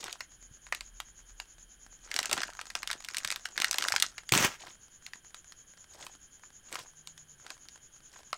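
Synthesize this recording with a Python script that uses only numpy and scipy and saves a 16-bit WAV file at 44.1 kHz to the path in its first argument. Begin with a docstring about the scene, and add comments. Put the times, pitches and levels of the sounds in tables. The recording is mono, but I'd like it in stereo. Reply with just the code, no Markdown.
"""At night in a small room an insect, probably a bush cricket, rasps in narrow-band noise over steady hiss.
A foil-lined snack bag is handled: creases snap as ringing noise bursts over a fine crinkle of tiny slips.
From about two seconds teeth and fingers work at the seam, and the snaps crowd together.
At 4.3 seconds it rips: a rush of thousands of slips, which also drums the air in the bag.
Then sparse snaps and slides of the film remain, with a faint wavering drone at seven seconds."""
import sys
import numpy as np
from scipy import signal
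from scipy.fft import rfft, irfft, next_fast_len
from scipy.io import wavfile

SR = 44100
rng = np.random.default_rng(int(sys.argv[2]) if len(sys.argv) > 2 else 0)


def dump(signal):
    """Clip the signal to [-1, 1] and save it as 16-bit WAV at the path in sys.argv[1]."""
    limited = np.clip(np.atleast_2d(signal).T, -1, 1)
    pcm = np.round(limited * 32767).astype(np.int16)
    wavfile.write(sys.argv[1], SR, pcm)


N = 369116
TIME = np.arange(N) / SR  # seconds

# Creases snapping. Each row: start in seconds, strength in dB before the voices are weighted,
# panel pitch in Hz, brightness in dB (tilts the balance from panel to sharp edge).
CREASE_SNAPS = [(0.041, -44, 1510, 13), (0.0814, -45, 1410, -8), (0.1272, -39.5, 2440, 7),
                (0.206, -36.5, 2340, -7.5), (0.6668, -51, 1280, -6), (0.724, -30, 1850, -11),
                (0.7482, -37.5, 1670, 4), (0.808, -37.5, 2300, -3), (1.0017, -37, 1150, -3),
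                (1.3997, -37.5, 1390, -2.5), (2.1144, -35.5, 1850, -5.5), (2.141, -35.5, 1680, 0),
                (2.163, -32, 1620, 5), (2.1896, -27, 1830, 0), (2.229, -34, 2160, 1),
                (2.2565, -39, 1420, 12), (2.2957, -39, 1300, -1), (2.313, -32, 1110, 1),
                (2.329, -25.5, 2420, 6.5), (2.3771, -34, 1370, -4.5), (2.4179, -36.5, 1420, -6),
                (2.4324, -36, 1580, 1), (2.5911, -42.5, 1320, -12.5), (2.6133, -39.5, 1300, -1.5),
                (2.7018, -41, 1970, -3.5), (2.7522, -31.5, 1190, -1), (2.8302, -36.5, 1290, -3),
                (2.8744, -35, 1660, 4), (2.902, -36, 1850, -9), (2.9131, -32, 2210, 1.5),
                (2.93, -36.5, 1660, 0), (3.047, -44, 1770, 7), (3.0858, -37.5, 1630, -2),
                (3.1454, -37, 1450, -3), (3.1684, -32.5, 1710, 4), (3.1828, -39, 2000, 14.5),
                (3.2474, -30, 1660, -1.5), (3.275, -38, 1660, 6), (3.303, -32.5, 1560, -0.5),
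                (3.3142, -41.5, 1430, 18.5), (3.3235, -33.5, 1780, -3), (3.3598, -37.5, 1820, 3.5),
                (3.455, -33.5, 1460, -4.5), (3.5773, -29.5, 1590, -5), (3.601, -33, 1610, 2),
                (3.619, -27.5, 1710, 1), (3.6442, -23.5, 1670, -3.5), (3.7108, -40, 1740, 30),
                (3.7296, -35, 1540, -2), (3.7424, -32.5, 1620, -1), (3.7839, -27.0, 1270, 3),
                (3.823, -29.5, 1420, -2), (3.8401, -33, 1060, -1), (3.8843, -28, 1680, 1.5),
                (3.9216, -26, 2050, -6), (3.9391, -37.5, 930, -15.5), (3.962, -24.5, 1460, -2),
                (3.9998, -31.5, 2140, 4), (4.0237, -22, 1570, 6), (4.1806, -38.5, 2210, -6.5),
                (4.2912, -36, 2070, 0), (4.3217, -24.0, 890, 7), (4.337, -23.0, 1240, -3.5),
                (4.351, -27, 1260, 3), (4.376, -24.5, 1570, 4.5), (5.0642, -42.5, 1830, 0.5),
                (5.1342, -42.5, 2000, -7.5), (5.3446, -44, 1500, -1.5), (5.5216, -50, 1460, -1),
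                (6.0661, -43, 1140, -2.5), (6.435, -58.5, 1160, -14), (6.7266, -45, 1570, 11.5),
                (6.755, -37, 1270, -4.5), (7.0726, -45.5, 1060, 6.5), (7.1776, -52, 1620, 1),
                (7.4646, -48, 1300, -5), (7.5036, -41, 1140, -1), (7.6857, -50, 1950, 6),
                (8.3293, -33, 1050, -10)]
# Tone colour of the crinkling film. Each row: frequency in Hz, relative level in dB.
CRINKLE_COLOUR = [(100, -11), (600, -0.5), (1500, 2), (3000, -8), (6300, -5), (15000, -29.5)]


def from_db(db):
    """Decibels to gain."""
    return 10 ** (np.asarray(db) / 20)


def rms_one(x):
    """Scale to unit power."""
    return x / np.sqrt(np.mean(x ** 2) + 1e-20)


def gain_curve(rows):
    """Gain over time from rows of (seconds, dB), silent outside them."""
    rows = np.array(rows)
    return from_db(np.interp(TIME, rows[:, 0], rows[:, 1], left=-200, right=-200))


def swell(start_s, length_s, attack_s, release_s):
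    """Rise, hold, fall; attack and release are the times for 20 dB."""
    before = np.maximum(start_s - TIME, 0) / attack_s
    after = np.maximum(TIME - start_s - length_s, 0) / release_s
    return from_db(-20 * (before + after).clip(0, 10))


def gestures(rows, attack_s, release_s):
    """Gain over time of a series of hand movements that share one shape."""
    return sum(from_db(db) * swell(s, length, attack_s, release_s) for s, length, db in rows)


def band(x, edges_hz, kind, order=2):
    """Causal Butterworth filter."""
    edges_hz = np.clip(edges_hz, 10, .45 * SR)
    return signal.sosfilt(signal.butter(order, edges_hz, kind, fs=SR, output="sos"), x)


def colour(x, points):
    """Minimum-phase filter of unit power through (Hz, dB) points: nothing sounds early."""
    size = 2 * next_fast_len(N // 2 + SR // 4)
    hz, db = np.transpose(points)
    grid = np.maximum(np.fft.rfftfreq(size, 1 / SR), 1)
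    magnitude = rms_one(from_db(np.interp(np.log(grid), np.log(hz), db)))
    # folding the cepstrum onto positive times makes the phase minimal
    cepstrum = irfft(np.log(magnitude))
    cepstrum[1:size // 2] *= 2
    cepstrum[size // 2 + 1:] = 0
    response = np.exp(rfft(cepstrum))
    return irfft(rfft(x, size) * response)[..., :N]


def resonate(x, peaks):
    """Lift each (Hz, width in Hz, dB) resonance in turn."""
    for hz, width, db in peaks:
        x = x + (from_db(db) - 1) * signal.lfilter(*signal.iirpeak(hz, hz / width, fs=SR), x)
    return x


def two_ports(pair, apart_hz):
    """Long waves reach both ports alike, short ones differ."""
    side = band(pair[1], apart_hz, "high", order=1)
    return np.array([pair[0] + side, pair[0] - side])


def slips(per_s, spread_db, ring_s):
    """Tiny slips of the film at random moments, mostly weak, each with a brief flutter."""
    draws = rng.random((int(per_s * N / SR), 2))
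    moments = (draws[:, 0] * N).astype(int)
    sizes_db = spread_db * np.minimum(-np.log(1 - draws[:, 1]), 3)
    energy = np.full(N, 1e-18)
    energy[moments] = from_db(sizes_db) ** 2
    power = signal.lfilter([1], [1, -np.exp(-2 / (ring_s * SR))], energy)
    return np.sqrt(power) * rng.standard_normal((2, N), dtype=np.float32)


def wrinkles(per_s, spread_db, ring_s, apart_hz, pitch_q=1.64, count=6):
    """Wrinkles of several sizes: the slips of each size sound around a pitch of their own."""
    grains = 0
    for hz in np.geomspace(350, 13000, count):
        one_size = slips(per_s / count, spread_db, ring_s)
        grains = grains + signal.lfilter(*signal.iirpeak(hz, pitch_q, fs=SR), one_size)
    return rms_one(two_ports(grains, apart_hz))


def background(level_db=-62.5):
    """Steady hiss with a few resonances, and a low rumble that comes and goes."""
    # Tone colour of the hiss. 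Each row: frequency in Hz, relative level in dB.
    hiss_colour = [(30, 7.5), (65, 3), (150, -0.5), (300, -6), (550, -11.5), (5000, -20), (8200, -25),
                   (10500, -15), (12000, -24.5)]
    # Resonances in the hiss. Each row: frequency in Hz, width in Hz, lift in dB.
    hiss_peaks = [(1610, 214, 12.5), (3150, 173, 15), (9800, 300, 12.5)]
    # Course of the rumble. Each row: time in seconds, level in dB.
    rumble_course = [(0, -70), (1, -56), (1.8, -64.5), (4.2, -72), (5, -80)]
    noise = two_ports(rng.standard_normal((2, N)), apart_hz=2140)
    hiss = resonate(colour(noise, hiss_colour), hiss_peaks)
    rumble = rms_one(band(rng.standard_normal(N), [33, 43], "band"))
    return from_db(level_db) * rms_one(hiss) + gain_curve(rumble_course) * rumble


def cricket(level_db=-52.0, trough_db=-19, sharpness=1.07, echo_s=.011, echo_db=-6):
    """Each wing stroke swells a narrow rasp; a wall echo combs it, and the room fills the gaps."""
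    # Tone colour of the rasp. Each row: frequency in Hz, relative level in dB.
    rasp_colour = [(4800, -29), (6200, -18.5), (6420, -6.5), (6720, -5.5), (6900, -6), (7050, -4.5),
                   (7250, -22.5), (7800, -61)]
    # The cricket falls behind its beat. Each row: time in seconds, lag in chirps.
    beat_lag = [(0, .11), (4.2, .06), (5.6, .23), (8.3, .22)]
    chirps_per_s = 9.33
    beat = chirps_per_s * TIME - np.interp(TIME, *np.transpose(beat_lag))
    stroke = np.abs(np.cos(np.pi * beat)) ** (2 * sharpness)
    rasp = colour(rng.standard_normal((2, N)), rasp_colour)
    echo = from_db(echo_db) * np.roll(rasp, round(echo_s * SR), axis=1)
    return from_db(level_db) * (stroke + from_db(trough_db)) * rms_one(rasp + echo)


def settling(level_db=-13, decay_s=0.018):
    """Every snap leaves a strain, set in dB against its strength, that dies away in the film around it."""
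    kicks = np.full(N, 1e-18)
    for s, db, *_ in CREASE_SNAPS:
        kicks[round(s * SR)] += from_db(db + level_db)
    return signal.lfilter([1], [1, -np.exp(-1 / (decay_s * SR))], kicks)


def crinkle(resting_db=-68):
    """Small wrinkles give way under the fingers; sparse faint ticks of the held bag go on throughout."""
    # Pulls at the seam that crinkle the film. Each row: start in seconds, length in seconds, level in dB.
    pulls = [(2.16, 0.021, -49.5), (2.32, 0.089, -41), (2.8, 0.11, -57.5), (3.2, 0.095, -53),
             (3.61, 0.033, -44.5), (3.82, 0.15, -43.5)]
    pried = wrinkles(per_s=330, spread_db=5.0, ring_s=0.0016, apart_hz=4200)
    pried = rms_one(colour(pried, CRINKLE_COLOUR))
    held = rms_one(colour(slips(per_s=10, spread_db=2.5, ring_s=.002), CRINKLE_COLOUR))
    effort = gestures(pulls, attack_s=0.14, release_s=0.16) + settling()
    return effort * pried + from_db(resting_db) * held


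def rustle():
    """Film sliding through the hands sheds a dense stream of scratchy grains."""
    # Slides of the film. Each row: start in seconds, length in seconds, level in dB.
    slides = [(0, 0.096, -45), (2.09, 0.14, -54), (4.62, 0.066, -50.5), (5.96, 0.075, -54),
              (6.05, 0.011, -48.5), (6.74, 0.069, -45), (7.46, 0.06, -57), (8.15, 0.034, -53)]
    # Tone colour of the grains. Each row: frequency in Hz, relative level in dB.
    rustle_colour = [(70, 10), (220, 1), (1000, 2.5), (2200, -3), (5500, -4), (15000, -22)]
    grains = wrinkles(per_s=900, spread_db=6.0, ring_s=0.0037, apart_hz=2770)
    grains = rms_one(colour(grains, rustle_colour))
    return gestures(slides, attack_s=0.065, release_s=0.07) * grains


def snaps(crack_s=0.00061, flutter_s=0.0045, flutter_db=-20, rise_s=0.00007,
          second_s=0.001008, second_db=-5, panel_q=2.8, low_hz=480, crack_hz=2300,
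          edge_hz=5000, top_hz=7000, level_db=-2, side_share=0.75):
    """A crease flips in two quick steps; each cracks and sets the panel around it ringing."""
    # Voices of a snap, in the order panel, crack, sharp edge.
    # Each row: level over the snap's strength in dB, change in dB per dB of brightness.
    voices = [(-2, -0.87), (4.5, 0.3), (0, 0.59)]
    t = np.arange(SR // 40) / SR
    window = SR // 200  # five milliseconds
    decay = np.exp(-t / crack_s) + from_db(flutter_db) * np.exp(-t / flutter_s)
    step = decay * (1 - np.exp(-t / rise_s))
    delays = second_s * rng.gamma(2, .5, len(CREASE_SNAPS))  # second_s is their mean
    noise = rng.standard_normal((len(CREASE_SNAPS), 2, len(t)))
    out = np.zeros((2, N + len(t)))
    for (s, strength_db, panel_hz, bright_db), burst, delay in zip(CREASE_SNAPS, noise, delays):
        envelope = step + from_db(second_db) * np.interp(t - delay, t, step)
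        burst = two_ports(burst * envelope * [[1], [side_share]], apart_hz=3170)
        body = band(burst, [low_hz, crack_hz], "band")
        panel = signal.lfilter(*signal.iirpeak(panel_hz, panel_q, fs=SR), body)
        crack = band(burst, [crack_hz, edge_hz], "band", order=3)
        edge = band(band(burst, edge_hz, "high", order=4), top_hz, "low")
        levels = [strength_db + db + slope * bright_db for db, slope in voices]
        snap = sum(from_db(db + level_db) * rms_one(part) for db, part in zip(levels, (panel, crack, edge)))
        start = max(round(s * SR), 0)
        # a level states the burst's whole energy as if spread over the window
        out[:, start:start + len(t)] += snap * np.sqrt(window / len(t))
    return out[:, :N]


def drummed(film, level_db=-1, bag_hz=200, bag_q=0.77, soft_hz=400):
    """The film shakes the cushion of air inside the bag, which answers with a dull pat."""
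    pat = signal.lfilter(*signal.iirpeak(bag_hz, bag_q, fs=SR), film.mean(axis=0))
    return from_db(level_db) * band(pat, soft_hz, "low")


def bumps(fade_s=0.011):
    """Soft contacts of the hands give only a short low thud."""
    # Dull bumps of the hands. Each row: time in seconds, level in dB before the last softening.
    contacts = [(0.511, -51), (2.335, -47), (3.249, -48), (3.925, -49), (3.962, -52), (6.8, -51)]
    envelope = sum(from_db(db) * (TIME > s) * np.exp(-np.abs(TIME - s) / fade_s) for s, db in contacts)
    thud = rms_one(band(rng.standard_normal(N), [55, 160], "band"))
    return band(envelope * thud, 260, "low")


def ticks(per_s=24, level_db=-54.5):
    """While the seam is worked at, lesser creases give way at random between the loud snaps."""
    lone = two_ports(slips(per_s, spread_db=2.5, ring_s=0.0012), apart_hz=3200)
    lone = rms_one(colour(lone, CRINKLE_COLOUR))
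    work = swell(start_s=2.2, length_s=1.85, attack_s=.08, release_s=.08)
    return from_db(level_db) * work * rms_one(band(lone, 1120, "high"))


def rip():
    """The seam pops, the tear runs in thousands of slips, spurts and flutters out, shaking the bag's air."""
    # Tone colour of the tearing film. Each row: frequency in Hz, relative level in dB.
    film_colour = [(200, -4.5), (1400, 3.5), (3000, 0.5), (4300, -6.5), (6300, -2), (9000, -16.5),
                   (15000, -20)]
    # Tone colour of the air in the bag. Each row: frequency in Hz, relative level in dB.
    air_colour = [(30, -31), (70, -10), (130, 6.5), (400, 1.5), (800, -16)]
    start_s, length_s = 4.321, 0.13
    grip_s, release_s = 0.016, 0.028  # time to take hold, time to fall 20 dB
    running_db, air_db = -29.5, -40.5  # running tear: film, air
    surge_db, air_surge_db, surge_s = -25.5, -30, 0.013  # last spurt: film, air, build-up
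    flutter_db, flutter_length_s = -46.5, 0.23  # loose film, counted from the pop
    pop_db, pop_s = -27.5, 0.033  # air let out as the seam gives: level, decay

    film = colour(two_ports(slips(per_s=7800, spread_db=5.5, ring_s=0.00073), apart_hz=4000), film_colour)
    air = colour(two_ports(slips(per_s=500, spread_db=5.5, ring_s=0.00033), apart_hz=1500), air_colour)
    age = np.maximum(TIME - start_s, 0)
    running = (age > 0) * swell(start_s, length_s, grip_s, release_s)
    surge = running * np.exp(np.minimum(age - length_s, 0) / surge_s)
    flutter = (age > 0) * swell(start_s, flutter_length_s, grip_s, release_s)

    film_gain = from_db(running_db) * running * (1 - np.exp(-age / grip_s))
    film_gain = film_gain + from_db(surge_db) * surge + from_db(flutter_db) * flutter
    air_gain = running * (from_db(air_db) + from_db(pop_db) * np.exp(-age / pop_s))
    air_gain = air_gain + from_db(air_surge_db) * surge
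    return film_gain * rms_one(film) + air_gain * rms_one(air)


def drone(level_db=-66.5, fade_s=0.13):
    """A faint low sine tone comes up, wavers and fades."""
    # Wavering pitch. Each row: time in seconds, frequency in Hz.
    pitch = [(6.9, 154.5), (7.068, 151), (7.104, 162.5), (7.424, 140.5), (7.5, 125)]
    phase = 2 * np.pi * np.cumsum(np.interp(TIME, *np.transpose(pitch))) / SR
    loudness = swell(start_s=6.95, length_s=0.445, attack_s=fade_s, release_s=fade_s)
    return from_db(level_db) * loudness * np.sin(phase)


def room(x, t60=0.15, wet_db=-10, wall_hz=7500):
    """Scattered reflections from near walls and cloth die away quickly."""
    t = np.arange(SR // 2) / SR
    echoes = two_ports(rng.standard_normal((2, len(t))), apart_hz=1400)
    echoes = echoes * from_db(-60 * t / t60) * (t > .003)  # the first reflection needs 3 ms
    echoes /= np.sqrt(np.sum(echoes ** 2, axis=1, keepdims=True))
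    echoes = band(echoes, wall_hz, "low", order=1)
    return x + from_db(wet_db) * signal.fftconvolve(x, echoes, axes=1)[:, :N]


def port_resonances(pair):
    """Each microphone port rings at pitches of its own, lifting them in the bag's sound."""
    # Resonances of the two ports. Each row: frequency in Hz, width in Hz, lift in dB.
    left_port = [(1850, 600, 3), (8150, 800, 7)]
    right_port = [(5900, 1800, 3), (14700, 900, 6)]
    left, right = pair
    return np.array([resonate(left, left_port), resonate(right, right_port)])


def scene():
    """The bag close to the two microphone ports, the night behind it."""
    # The bag swings aside and back. Each row: time in seconds, left over right in dB.
    bearing = [(5.5, 0), (6.05, 6), (7.2, 1)]
    pan_db = np.interp(TIME, *np.transpose(bearing))
    crackle = snaps() + crinkle() + ticks()
    film = crackle + drummed(crackle) + rustle() + rip()
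    bag = port_resonances(room(film * from_db([pan_db / 2, -pan_db / 2])))
    return bag + bumps() + cricket() + background() + drone()


def record(dry, cutoff_hz=15800):
    """A steep elliptic low-pass cuts off the top."""
    return signal.sosfilt(signal.ellip(10, .1, 70, cutoff_hz, fs=SR, output="sos"), dry)


dry = scene()
out = record(dry)
dump(out)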